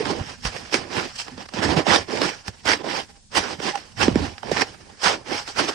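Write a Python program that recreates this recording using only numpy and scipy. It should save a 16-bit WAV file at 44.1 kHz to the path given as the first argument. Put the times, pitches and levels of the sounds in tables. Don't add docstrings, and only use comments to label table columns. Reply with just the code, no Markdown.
import sys
import numpy as np
from scipy import signal
from scipy.fft import rfft, irfft
from scipy.io import wavfile
from scipy.ndimage import uniform_filter1d, minimum_filter1d, map_coordinates

SR = 44100
rng = np.random.default_rng(int(sys.argv[2]) if len(sys.argv) > 2 else 0)


def attenuation_scalar(level_db):
    decades = np.asarray(level_db, float) / 20
    return 10 ** decades


def unload_wav(signal):
    wavfile.write(
        sys.argv[1],
        SR,
        np.round(np.clip(np.atleast_2d(signal).T, -1, 1) * 32767).astype(np.int16),
    )


N = 253134
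USUAL_DB = -35


def unit(x):
    return x / np.sqrt(np.mean(x ** 2) + 1e-20)


def along(points, hz):
    f, v = np.transpose(points)
    return np.interp(np.log(hz + 1), np.log(f + 1), v)


def wobble(rate):
    knots = rng.standard_normal(int(N * rate / SR) + 4)
    return map_coordinates(knots, [np.arange(N) * rate / SR])


def bump(s, half):
    return np.exp(-np.minimum(((np.arange(N) / SR - s) / half) ** 2, 50))


def patches(shape, tall, long):
    field = uniform_filter1d(rng.standard_normal(shape), tall, axis=0)
    return unit(uniform_filter1d(field, long, axis=1))


def coloured(x, spectrum, modes=()):
    m = 8192
    hz = np.fft.rfftfreq(m, 1 / SR)
    db = along(spectrum, hz) + sum(g / (1 + (2 * (hz - c) / w) ** 2) for c, w, g in modes)
    cep = irfft(np.log(attenuation_scalar(db) + 1e-6), m)
    cep[1:m // 2] *= 2
    cep[m // 2 + 1:] = 0
    response = irfft(np.exp(rfft(cep)), m)
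    return signal.oaconvolve(x, response[None] / np.linalg.norm(response), axes=1)[:, :N]


def cracks(spike_db, clump_db, clumps):
    spikes = np.minimum(rng.exponential(size=N), 5.5)
    size = attenuation_scalar(spike_db * spikes + clump_db * wobble(clumps))
    return unit(size) * rng.standard_normal((2, N))


# start in seconds, length in seconds, from dB, to dB, blade body in dB against the crunch.
CUTS = [(0, 0.17, -31.5, -37, 3), (0.199, 0.14, -38.5, -38, -5.5), (0.44, 0.033, -34.5, -27.5, -15),
        (0.725, 0.015, -32, -27.5, -12), (0.894, 0.088, -46, -24, 1), (1.131, 0.085, -48, -35, -48),
        (1.337, 0.085, -47, -38.5, 1.5), (1.524, 0.13, -41, -20.5, 4.5), (1.66, 0.031, -34, -23, 4),
        (1.878, 0.076, -21, -12.5, 4.5), (2.088, 0.17, -36, -21.5, 5), (2.452, 0.028, -47.5, -37, -7),
        (2.653, 0.023, -37.5, -19.5, -2), (2.684, 0.051, -18, -19, -3), (2.79, 0.12, -39.5, -30.5, 10),
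        (3.357, 0.021, -22.5, -14, -6.5), (3.626, 0.064, -29, -21, -3), (3.73, 0.026, -40, -38, -9),
        (3.988, 0.044, -33, -17, -23), (4.096, 0.11, -36.5, -31.5, 8), (4.433, 0.068, -41.5, -33.5, 13),
        (4.496, 0.12, -36.5, -21.5, -3.5), (5.02, .015, -33.5, -25, -14), (5.037, 0.047, -21, -13.5, -25),
        (5.266, 0.064, -38, -26.5, 1.5), (5.573, .014, -29.5, -23.5, -8)]
SLIDES = [(0.13, 0.083, -36, -39.5, 10.5), (0.528, 0.18, -37.5, -45, -5), (0.753, 0.16, -35.5, -48, 7),
          (0.991, 0.15, -25.5, -50, -0.5), (1.21, 0.11, -43, -47, 4.5), (1.439, 0.071, -63, -50, -12),
          (1.702, 0.093, -23, -22, 7), (1.949, 0.079, -9, -38, -4.5), (2.257, 0.15, -26, -46.5, -6.5),
          (2.9, 0.1, -27.5, -27, -4), (3.393, 0.14, -29.5, -31.5, 1), (3.773, 0.17, -39.5, -59, -2.5),
          (4.016, 0.096, -17, -36, 10.5), (4.227, 0.14, -28.5, -49.5, 1), (4.662, 0.1, -41, -49, -2),
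          (4.744, 0.21, -54.5, -52, 4), (5.061, 0.09, -12, -29, 5.5), (5.337, 0.063, -29.5, -29.5, -6),
          (5.391, 0.14, -32, -45, -23), (5.593, 0.17, -21, -37.5, -3)]
TRICKLES = [
    (0.354, .07, -56, -48, -20),
    (2.5, 0.12, -55, -54, -6),
    (3.07, 0.21, -57.5, -67.5, -1.5),
    (3.564, 0.038, -49, -36.5, 2),
    (4.35, 0.1, -51, -50.5, -14),
    (5.178, 0.056, -45, -53, 8),
    (1.088, 0.039, -51, -58, -23),
    (3.92, .04, -52, -57, -19),
    (4.97, .03, -54, -49, -5),
]
# time in seconds, added left-right level in dB.
TURN = [
    (0, 1),
    (1.1, 3),
    (1.7, 1),
    (3.2, 2),
    (4.5, 1.5),
    (5.1, 3.5),
]


def effort():
    attack_db_per_s, release_db_per_s = 653, 440
    scatter_s, scatter_share = 0.011, 0.58
    t = np.arange(0, N / SR + .01, 1 / 1000)
    start, length, first, last, depth = np.transpose(CUTS + SLIDES + TRICKLES)[:, :, None]
    moves = first + (last - first) * np.clip((t - start) / length, 0, 1)
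    moves = moves - attack_db_per_s * np.maximum(start - t, 0)
    moves = moves - release_db_per_s * np.maximum(t - start - length, 0)
    strongest = moves.max(axis=0)
    level = np.maximum(strongest, -72)
    weight = attenuation_scalar(moves - strongest)
    body = (weight * depth).sum(axis=0) / weight.sum(axis=0)
    keep = np.exp(-t[1] / scatter_s)
    lingering = signal.lfilter([1 - keep], [1, -keep], level - level[0]) + level[0]
    step = -9 + np.interp(t, *np.transpose(TURN)) - 0.05 * (level - USUAL_DB)
    step = np.clip(step + scatter_share * (lingering - level), -16, -2)
    return [np.interp(np.arange(N) / SR, t, curve) for curve in (level, body, step)]


# time in seconds, change in dB,
# half length in seconds.
SLIPS = [(0.107, 9.5, 0.022), (0.567, 5.5, 0.014), (0.657, 4, 0.0068), (0.92, 5.5, 0.038),
         (1.051, 4.5, 0.016), (1.166, 4, .0099), (1.281, 6, 0.012), (1.46, 16.5, 0.007),
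         (1.49, 10.5, 0.0048), (2.146, 4.5, 0.026), (2.231, 3, 0.0042), (2.296, 4.5, 0.015),
         (2.544, 4, 0.0061), (2.656, 8, 0.0058), (2.692, 2, 0.007), (3.376, 3.5, 0.0058),
         (3.515, 2.5, .015), (3.777, 6.5, .003), (0.3, 4.5, .01), (0.736, 6, .006), (.057, 2.5, .004),
         (5.019, 4, 0.0043), (3.099, 12.5, 0.019), (3.165, 8, 0.015), (3.321, 6, 0.0083),
         (4.622, 5.5, 0.01), (4.747, 3, 0.0093), (4.9, 7, 0.0054), (4.813, 6, .008), (5.01, -1, 0.0086),
         (5.6, 5.5, 0.014), (5.692, 8, 0.014)]
# time in seconds, change in dB, half length in seconds.
CATCHES = [(1.174, -11, 0.0081), (1.36, -8, 0.021), (1.519, -6, 0.014), (1.612, -9.5, 0.0085),
           (1.756, -10.5, 0.014), (2.198, -2.5, 0.013), (4.137, -6.5, 0.0066), (2.209, -2, 0.005),
           (2.703, -1.5, 0.0073), (2.252, -2.5, 0.014), (3.4, -0.5, 0.0095), (3.472, -2.5, .012),
           (2, -2, .008), (0.039, -3.5, .01), (2.828, -12, 0.0063), (3.286, -7, 0.041), (5.451, -8, 0.019),
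           (5.669, -3.5, 0.016)]


def jolts():
    return 1.32 * wobble(35) + sum(db * bump(s, half) for s, db, half in SLIPS + CATCHES)


# time in seconds, peak in dB,
# pitch in Hz, half length in seconds.
HUMS = [(0.01, -17, 439, 0.0061), (0.107, -18.5, 405, 0.0068), (0.13, -26, 329, 0.014),
        (.215, -19.5, 89.3, 0.0062), (0.47, -26.5, 52.5, 0.02), (0.561, -44, 350, 0.004),
        (2.49, -24, 85, 0.0072), (1.331, -36, 250, .02), (3.593, -33, 160, 0.0059),
        (2.488, -26.5, 190, .006), (2.693, -14.5, 280, 0.0048), (0.164, -33, 330, .008),
        (0.76, -22.5, 370.5, 0.0065), (2.28, -31, 330, .007), (2.774, -32, 299, .007),
        (3.102, -44.5, 802, 0.0061), (3.153, -61, 802, 0.033), (3.741, -27.5, 813, 0.0088),
        (3.757, -25.5, 800, 0.015), (4.362, -51, 814, 0.019), (4.53, -24, 170.4, 0.0064),
        (5.357, -35.5, 829, 0.054), (4.819, -52, 1760, .01), (5.604, -27.5, 283.5, 0.019),
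        (5.678, -33, 299.5, 0.019),
        (0.19, -30, 238, 0.005), (0.567, -37, 439, 0.0044), (0.95, -35, 390, 0.0047),
          (0.966, -34, 398, 0.007), (0.989, -28, 446, 0.0049), (1.664, -24, 264, 0.0083),
          (1.696, -25, 294, 0.0076), (1.72, -16, 328, 0.007), (1.803, -19, 312, 0.0059),
          (1.896, -17, 337, 0.0057), (1.942, -19, 466, 0.0057), (1.978, -19.5, 478, 0.0064),
          (2.137, -20.5, 409, 0.0057), (2.154, -25.5, 515, 0.0061), (2.238, -24, 359, 0.006),
          (2.257, -29, 328, 0.0098), (2.73, -29, 358, 0.0045), (2.743, -27, 436, 0.007),
          (2.905, -28, 307, 0.007), (2.941, -29, 525, 0.0056), (3.38, -22.5, 358, 0.007),
          (3.527, -37, 503, 0.007), (3.663, -29, 385, 0.0054), (3.696, -26, 382, 0.007),
          (4.038, -27, 387, 0.007), (4.229, -21, 276, 0.0063), (4.266, -32, 347, 0.007),
          (4.47, -37, 391, 0.0061), (4.566, -33, 407, 0.0087), (4.584, -26, 463, 0.007),
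          (4.627, -23, 422, 0.0061), (5.074, -25, 375, 0.0062), (5.12, -29, 445, 0.0059),
          (5.27, -35, 343, 0.007), (5.321, -23.5, 375, 0.0038), (5.651, -27, 319, 0.007)]


def hums():
    out, t = np.zeros(N + SR), np.arange(-SR // 4, SR // 4) / SR
    for s, db, hz, half in HUMS:
        swell = np.exp(-np.minimum((t / half) ** 2, 50))
        out[round(s * SR):][:len(t)] += attenuation_scalar(db) * swell * np.sin(2 * np.pi * hz * (t + s))
    return out[SR // 4:][:N]


# time in seconds, peak in dB.
SNAPS = [(0.054, -26), (0.0626, -30), (0.1126, -29), (0.1353, -31), (0.4542, -14.5), (0.467, -24),
         (0.564, -32), (0.7424, -12), (0.9976, -20), (1.1997, -29), (1.281, -34), (1.38, -31), (1.489, -33),
         (1.5372, -30), (1.5881, -26), (1.709, -20), (1.768, -23), (1.8676, -20), (1.8873, -24),
         (1.9061, -16), (1.96, -4), (2.1733, -24), (2.2173, -11.5), (2.2363, -16), (2.291, -27),
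         (2.48, -22), (2.6888, -13), (2.7166, -8), (2.733, -19), (2.8893, -24), (2.9514, -24),
         (2.9908, -29), (2.999, -28), (3.006, -27), (3.3765, -21), (3.599, -23), (3.6661, -20),
         (3.7564, -22.5), (4.0156, -11), (4.0812, -21), (4.1562, -18), (4.4307, -25), (4.5176, -21),
         (4.5637, -19), (4.569, -17.5), (4.5788, -27), (4.619, -10.5), (5.082, -16), (5.311, -26),
         (5.3812, -25), (5.3964, -40), (5.4761, -30), (5.5952, -19), (5.6394, -22), (5.648, -31),
         (5.6889, -23)]


def snaps():
    bite_db, t60_s = -2.5, 0.0088
    bite, t = np.zeros(N + SR), np.arange(SR // 20) / SR
    for s, db in SNAPS:
        bite[round(s * SR):][:len(t)] += attenuation_scalar(db + bite_db - 60 * t / t60_s)
    return bite[:N]


# time in seconds, peak in dB, ring pitch in Hz,
# ring time to fall 60 dB in seconds, bite of snow in dB against the ring.
KNOCKS = [(1.377, -33, 252, 0.04, -0.5), (1.488, -51, 807, 0.01, 8), (1.588, -17, 220, 0.022, -24),
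          (1.867, -9.5, 500, 0.023, -30), (2.084, -27, 420, 0.027, -35), (2.2168, -6.5, 400, 0.013, -16.5),
          (2.481, -28.5, 260, 0.018, 9), (2.8435, -15, 462, 0.011, -20), (3.35, -22, 980, 0.033, -1),
          (3.601, -23, 365, 0.021, -6), (3.754, -20, 766, 0.014, -2), (4.081, -2.5, 268, 0.023, -28),
          (4.381, -46, 775, 0.022, 17), (4.431, -26, 730, 0.026, -22)]
CHOPS = [(.055, -22, 343, 0.039, -5), (0.45, -22, 146, 0.031, -1.5), (0.724, -24.5, 390, 0.054, -1),
         (0.7413, -10, 320, 0.03, 1), (1.537, -25.5, 260, 0.054, 0), (1.627, -19, 265, 0.023, 0),
         (1.767, -12.5, 192, 0.057, -20), (2.661, -22, 970, 0.033, -3), (2.686, -16.5, 304, .036, -1),
         (4.012, -20, 250, .026, -2), (4.157, -4.5, 277, 0.024, -23.5), (4.515, -6, 387, 0.016, -12),
         (5.032, -25, 730, .03, 5), (5.478, -39, 366, 0.049, 15), (5.574, -33, 860, .02, -2)]


def knocks():
    glance_t60_s, break_t60_s = 0.033, 0.17
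    rings, bite, t = np.zeros(N + SR), np.zeros(N + SR), np.arange(SR // 4) / SR
    blows = [(*row, glance_t60_s) for row in KNOCKS] + [(*row, break_t60_s) for row in CHOPS]
    for s, db, hz, t60, bite_db, bite_t60 in blows:
        here = slice(round(s * SR), round(s * SR) + len(t))
        phase = 2 * np.pi * hz * (0.724 * t + 1.217 * 0.00327 * (1 - np.exp(-t / 0.003)))
        fade = -60 * (t / t60) ** 1.71
        rings[here] += attenuation_scalar(db - 0.5 + fade) * np.sin(phase) * (1 - np.exp(-t / 0.0013))
        contact = (1 - t / 0.0005) * np.exp(-t / 0.0003) * (1 - np.exp(-t / .0001))
        rings[here] += attenuation_scalar(db - 13) * contact
        crush = 1.08 * attenuation_scalar(-60 * t / bite_t60) + attenuation_scalar(-60 * t / 0.0027)
        bite[here] += attenuation_scalar(db + bite_db - 11.5) * crush
    return rings[:N], bite[:N]


# centre in Hz, width in Hz, boost in dB.
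BLADE = [(307, 630, 5), (796, 56, 4), (1760, 120, 1.5), (4840, 270, 4), (5310, 250, 1.5)]


def on_blade(x, spectrum):
    return coloured(x, spectrum, BLADE)


# frequency in Hz, level in dB per Hz.
CRUNCH = [(240, -32.5), (400, -11), (484, -8), (1060, -2.5), (1200, -5), (1720, -3), (3450, -10),
          (5000, -16), (6500, -42), (11000, -120)]


def crunch(push, bite, snap, click):
    force = push + bite + snap
    return on_blade(force * cracks(3.3, 0.47, clumps=170) + attenuation_scalar(12.5) * click, CRUNCH)


# frequency in Hz, level in dB per Hz.
BODY = [(59, -31), (100, -12), (140, -9), (306, -1.5), (654, -7), (786, -8.5), (1000, -7), (1300, -28),
        (2200, -120)]


def blade_body(push, bite, body):
    force = attenuation_scalar(body - 2.0) * push + 0.26 * bite
    return on_blade(force * cracks(1.73, 1.06, clumps=90), BODY)


# frequency in Hz, level in dB per Hz.
HISS = [(1470, -25), (2500, -7), (3140, -2.5), (3420, -12.5), (3780, -11), (4370, -4), (4860, -3),
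        (5450, 0.5), (6700, -10.5), (9100, -13), (10500, -27.5), (10800, -37), (11800, -34), (12500, -28.5),
        (15500, -54)]


def fizz(push, bite, snap, click, level, body):
    hiss_db = -5 - 0.0981 * np.maximum(level - USUAL_DB, -22) - 0.28 * body
    force = attenuation_scalar(hiss_db + 1.0) * push + 0.79 * bite + 0.35 * snap
    return on_blade(force * cracks(2.1, 0.98, clumps=210) + attenuation_scalar(-9.0) * click, HISS)


# frequency in Hz, level in dB per Hz.
THUMP = [(12, -46.5), (20, -24), (86, 6), (140, -1.5), (250, -2), (320, -48), (550, -120)]
# time in seconds, peak in dB, half length in seconds.
LUMPS = [(0.067, -28, 0.026), (0.189, -29, 0.03), (0.476, -44.5, 0.12), (0.79, -46, 0.048),
         (1.32, -46.5, 0.038), (1.687, -31.5, 0.089), (1.944, -39, 0.069), (2.496, -37, 0.0093),
         (2.696, -40, 0.056), (3.364, -45, 0.025), (4.063, -34.5, 0.091), (4.194, -26, 0.08),
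         (4.9, -48, 0.017), (0.284, -47, 0.029), (1.55, -48, 0.029), (5.3, -50, 0.034), (4.624, -50, 0.017),
         (4.494, -39, 0.048), (4.83, -60, 0.014), (5.628, -52, 0.073)]


def thumps(level):
    rumble = attenuation_scalar(-48.5 + 0.35 * (level - USUAL_DB))
    drops = sum(attenuation_scalar(db) * bump(s, half) for s, db, half in LUMPS)
    return coloured((rumble + drops) * cracks(1.24, 1.5, clumps=20), THUMP)


def shovel():
    level, body, _ = effort()
    push = attenuation_scalar(level + jolts() - 1.0)
    rings, bite = knocks()
    snap = snaps()
    click = np.maximum(np.diff(bite + 0.54 * snap, prepend=0), 0)
    snow = crunch(push, bite, snap, click) + fizz(push, bite, snap, click, level, body)
    return snow + blade_body(push, bite, body) + thumps(level) + rings + hums()


# frequency in Hz, likeness from 0 to 1.
ALIKE = [(60, 1), (130, 0.21), (290, 0.74), (640, 0.067), (1410, 0.31), (3100, 0.145), (4500, 0.37),
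         (6820, 0.36), (15000, 0.25)]
# frequency in Hz, share of the left-right step.
SHADOW = [(30, .05), (60, 0.5), (200, 0.96), (700, 1.74), (2400, 1.56), (4000, 0.44), (8000, 0.039)]


def microphones(paths):
    hz, at, z = signal.stft(paths, SR, nperseg=256)
    near, far = z * attenuation_scalar(1.77 * patches(z.shape[1:], 3, 10) - 2.5)
    moment = np.minimum((at * SR).astype(int), N - 1)
    step = 1.03 * effort()[-1][moment] * along(SHADOW, hz)[:, None]
    alike = np.clip(along(ALIKE, hz), 0, 1)[:, None]
    left = attenuation_scalar(step) * (alike * near + np.sqrt(1 - alike ** 2) * far)
    level = 2 / np.sqrt(1 + attenuation_scalar(2 * step) + 2 * alike * attenuation_scalar(step))
    return signal.istft([left * level, near * level], SR, nperseg=256)[1][:, :N]


# frequency in Hz, level in dB per Hz.
FLOOR = [(15, -15.5), (25, 3.5), (118, -10), (560, -36), (1020, -39.5), (4960, -19), (7040, -19.5),
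         (8820, -19.5), (10000, -20), (13000, -71), (22000, -120)]


def forest():
    return attenuation_scalar(-55.0) * unit(coloured(rng.standard_normal((2, N)), FLOOR))


def scene():
    return microphones(shovel()) + forest()


def limited(x, top):
    need = np.minimum(1, top / (abs(x).max(axis=0) + 1e-9))
    return x * uniform_filter1d(minimum_filter1d(need, size=441), size=220)


# start in seconds, stop in seconds, pitch in Hz,
# hiss kept on the left in dB, hiss kept on the right in dB.
TONES = [(0, .68, 8786, -28, -28), (1.54, 2.15, 8786, -26, -24), (3.38, 3.93, 8786, -24, -24),
         (5.04, 5.56, 8786, -30, -30), (.79, 1.22, 8786, -14, -14), (1.63, 1.69, 7958, -16, -14),
         (1.63, 1.69, 7545, -10, -12), (0, .68, 6718, -4, -11), (1.56, 1.78, 6718, -24, -24),
         (1.78, 2.07, 6718, -8, -9), (.82, 1.15, 7132, -8, -12), (1.57, 2.15, 7132, -6, -10),
         (.55, .68, 7132, -4, -8), (3.45, 3.62, 5891, -3, -12), (5.05, 5.56, 5891, -2, -12),
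         (1.64, 1.92, 6304, -8, -12), (5.03, 5.08, 6304, -10, -16), (5.08, 5.74, 6304, -2, -6),
         (3.45, 3.62, 6304, -1, -8), (5.58, 5.74, 8371, -13, -10), (4.51, 4.57, 7545, -8, -16),
         (5.04, 5.56, 11749, -30, -30), (3.42, 3.6, 11749, -28, -28), (1, 1.12, 11749, -22, -22),
         (.11, .3, 11749, -14, -14), (1.85, 1.93, 11749, -14, -22)]


def swap_tones(z, hz, at):
    t, tones = np.arange(N) / SR, np.zeros((2, N))
    for start, stop, tone_hz, *kept_db in TONES:
        band, on = abs(hz - tone_hz) < 215, (at > start) & (at < stop)
        coming = np.clip(1.2 + .9 * np.interp(at, t, wobble(16)), .2, 3)
        kept = np.minimum(attenuation_scalar(np.array(kept_db)[:, None] * coming), 1)
        power = on * (1 - kept ** 2) * np.sum(abs(z[:, band]) ** 2, axis=1)
        power = power * attenuation_scalar(-8.0 * (tone_hz > 11300))
        lag = np.array([[np.pi / 2 * (tone_hz > 8000)], [0]])
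        swell = np.array([np.interp(t, at, np.sqrt(p)) for p in power])
        tones += attenuation_scalar(3.5) * swell * np.sin(2 * np.pi * tone_hz * t - lag)
        z[:, band] *= np.where(on, kept, 1)[:, None]
    return tones


def rebuilt_treble(x):
    hz, at, z = signal.stft(x, SR, nperseg=1024)
    tones = swap_tones(z, hz, at)
    size = abs(z).mean(axis=0)
    high = hz[:, None]
    top = hz > 11300
    z[:, top] *= (size[top].mean(axis=0) / attenuation_scalar(-85.0)) ** -.45
    chance = attenuation_scalar(6.2 * patches(size.shape, 12, 4) + 8.1 * patches(size.shape, 1, 5))
    heard = 20 * np.log10(size[(hz > 5000) & (hz < 9000)].mean(axis=0) + 1e-9)
    rising = np.clip(heard - np.roll(heard, shift=3), 0, 15) * np.clip((heard + 70) / 14, 0, 1)
    chance *= attenuation_scalar(.8 * rising)
    z[:, top] *= attenuation_scalar(0.25 * rising * np.clip((hz[top, None] - 11000) / 2500, 0, 1))
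    weak = uniform_filter1d(size, size=9, axis=0) ** .75 * chance < attenuation_scalar(-70)
    lines = patches(size.shape, 1, 4) + .04 * rising > .6
    dropped = top[:, None] & (weak | ~lines)
    z[:, top] *= attenuation_scalar(4.0)
    dropped |= high > np.minimum(13750 + 250 * np.maximum(rising - 2, 0), 15700)
    starved = patches(size.shape, 7, 7) - high / 6000 < -2.75
    dropped |= (high > 5500) & starved
    loud = size[(hz > 8000) & (hz < 9700)].mean(axis=0) * attenuation_scalar(.4 * rising) > attenuation_scalar(-62)
    quiet_edge = np.where(patches(size.shape, 1, 15)[0] > .7, 9150, 9700)
    gap = (high > np.where(loud, 10350, quiet_edge)) & (high < 11300)
    dropped |= gap & ~(lines & (rising > 12.5))
    return signal.istft(z * ~dropped, SR, nperseg=1024)[1][:, :N] + tones


def band_limit(x):
    return signal.sosfilt(signal.butter(12, 15690, fs=SR, output="sos"), x)


def record(dry):
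    mix = rebuilt_treble(limited(dry, 0.89))
    return band_limit(mix)


dry = scene()
out = record(dry)
unload_wav(out)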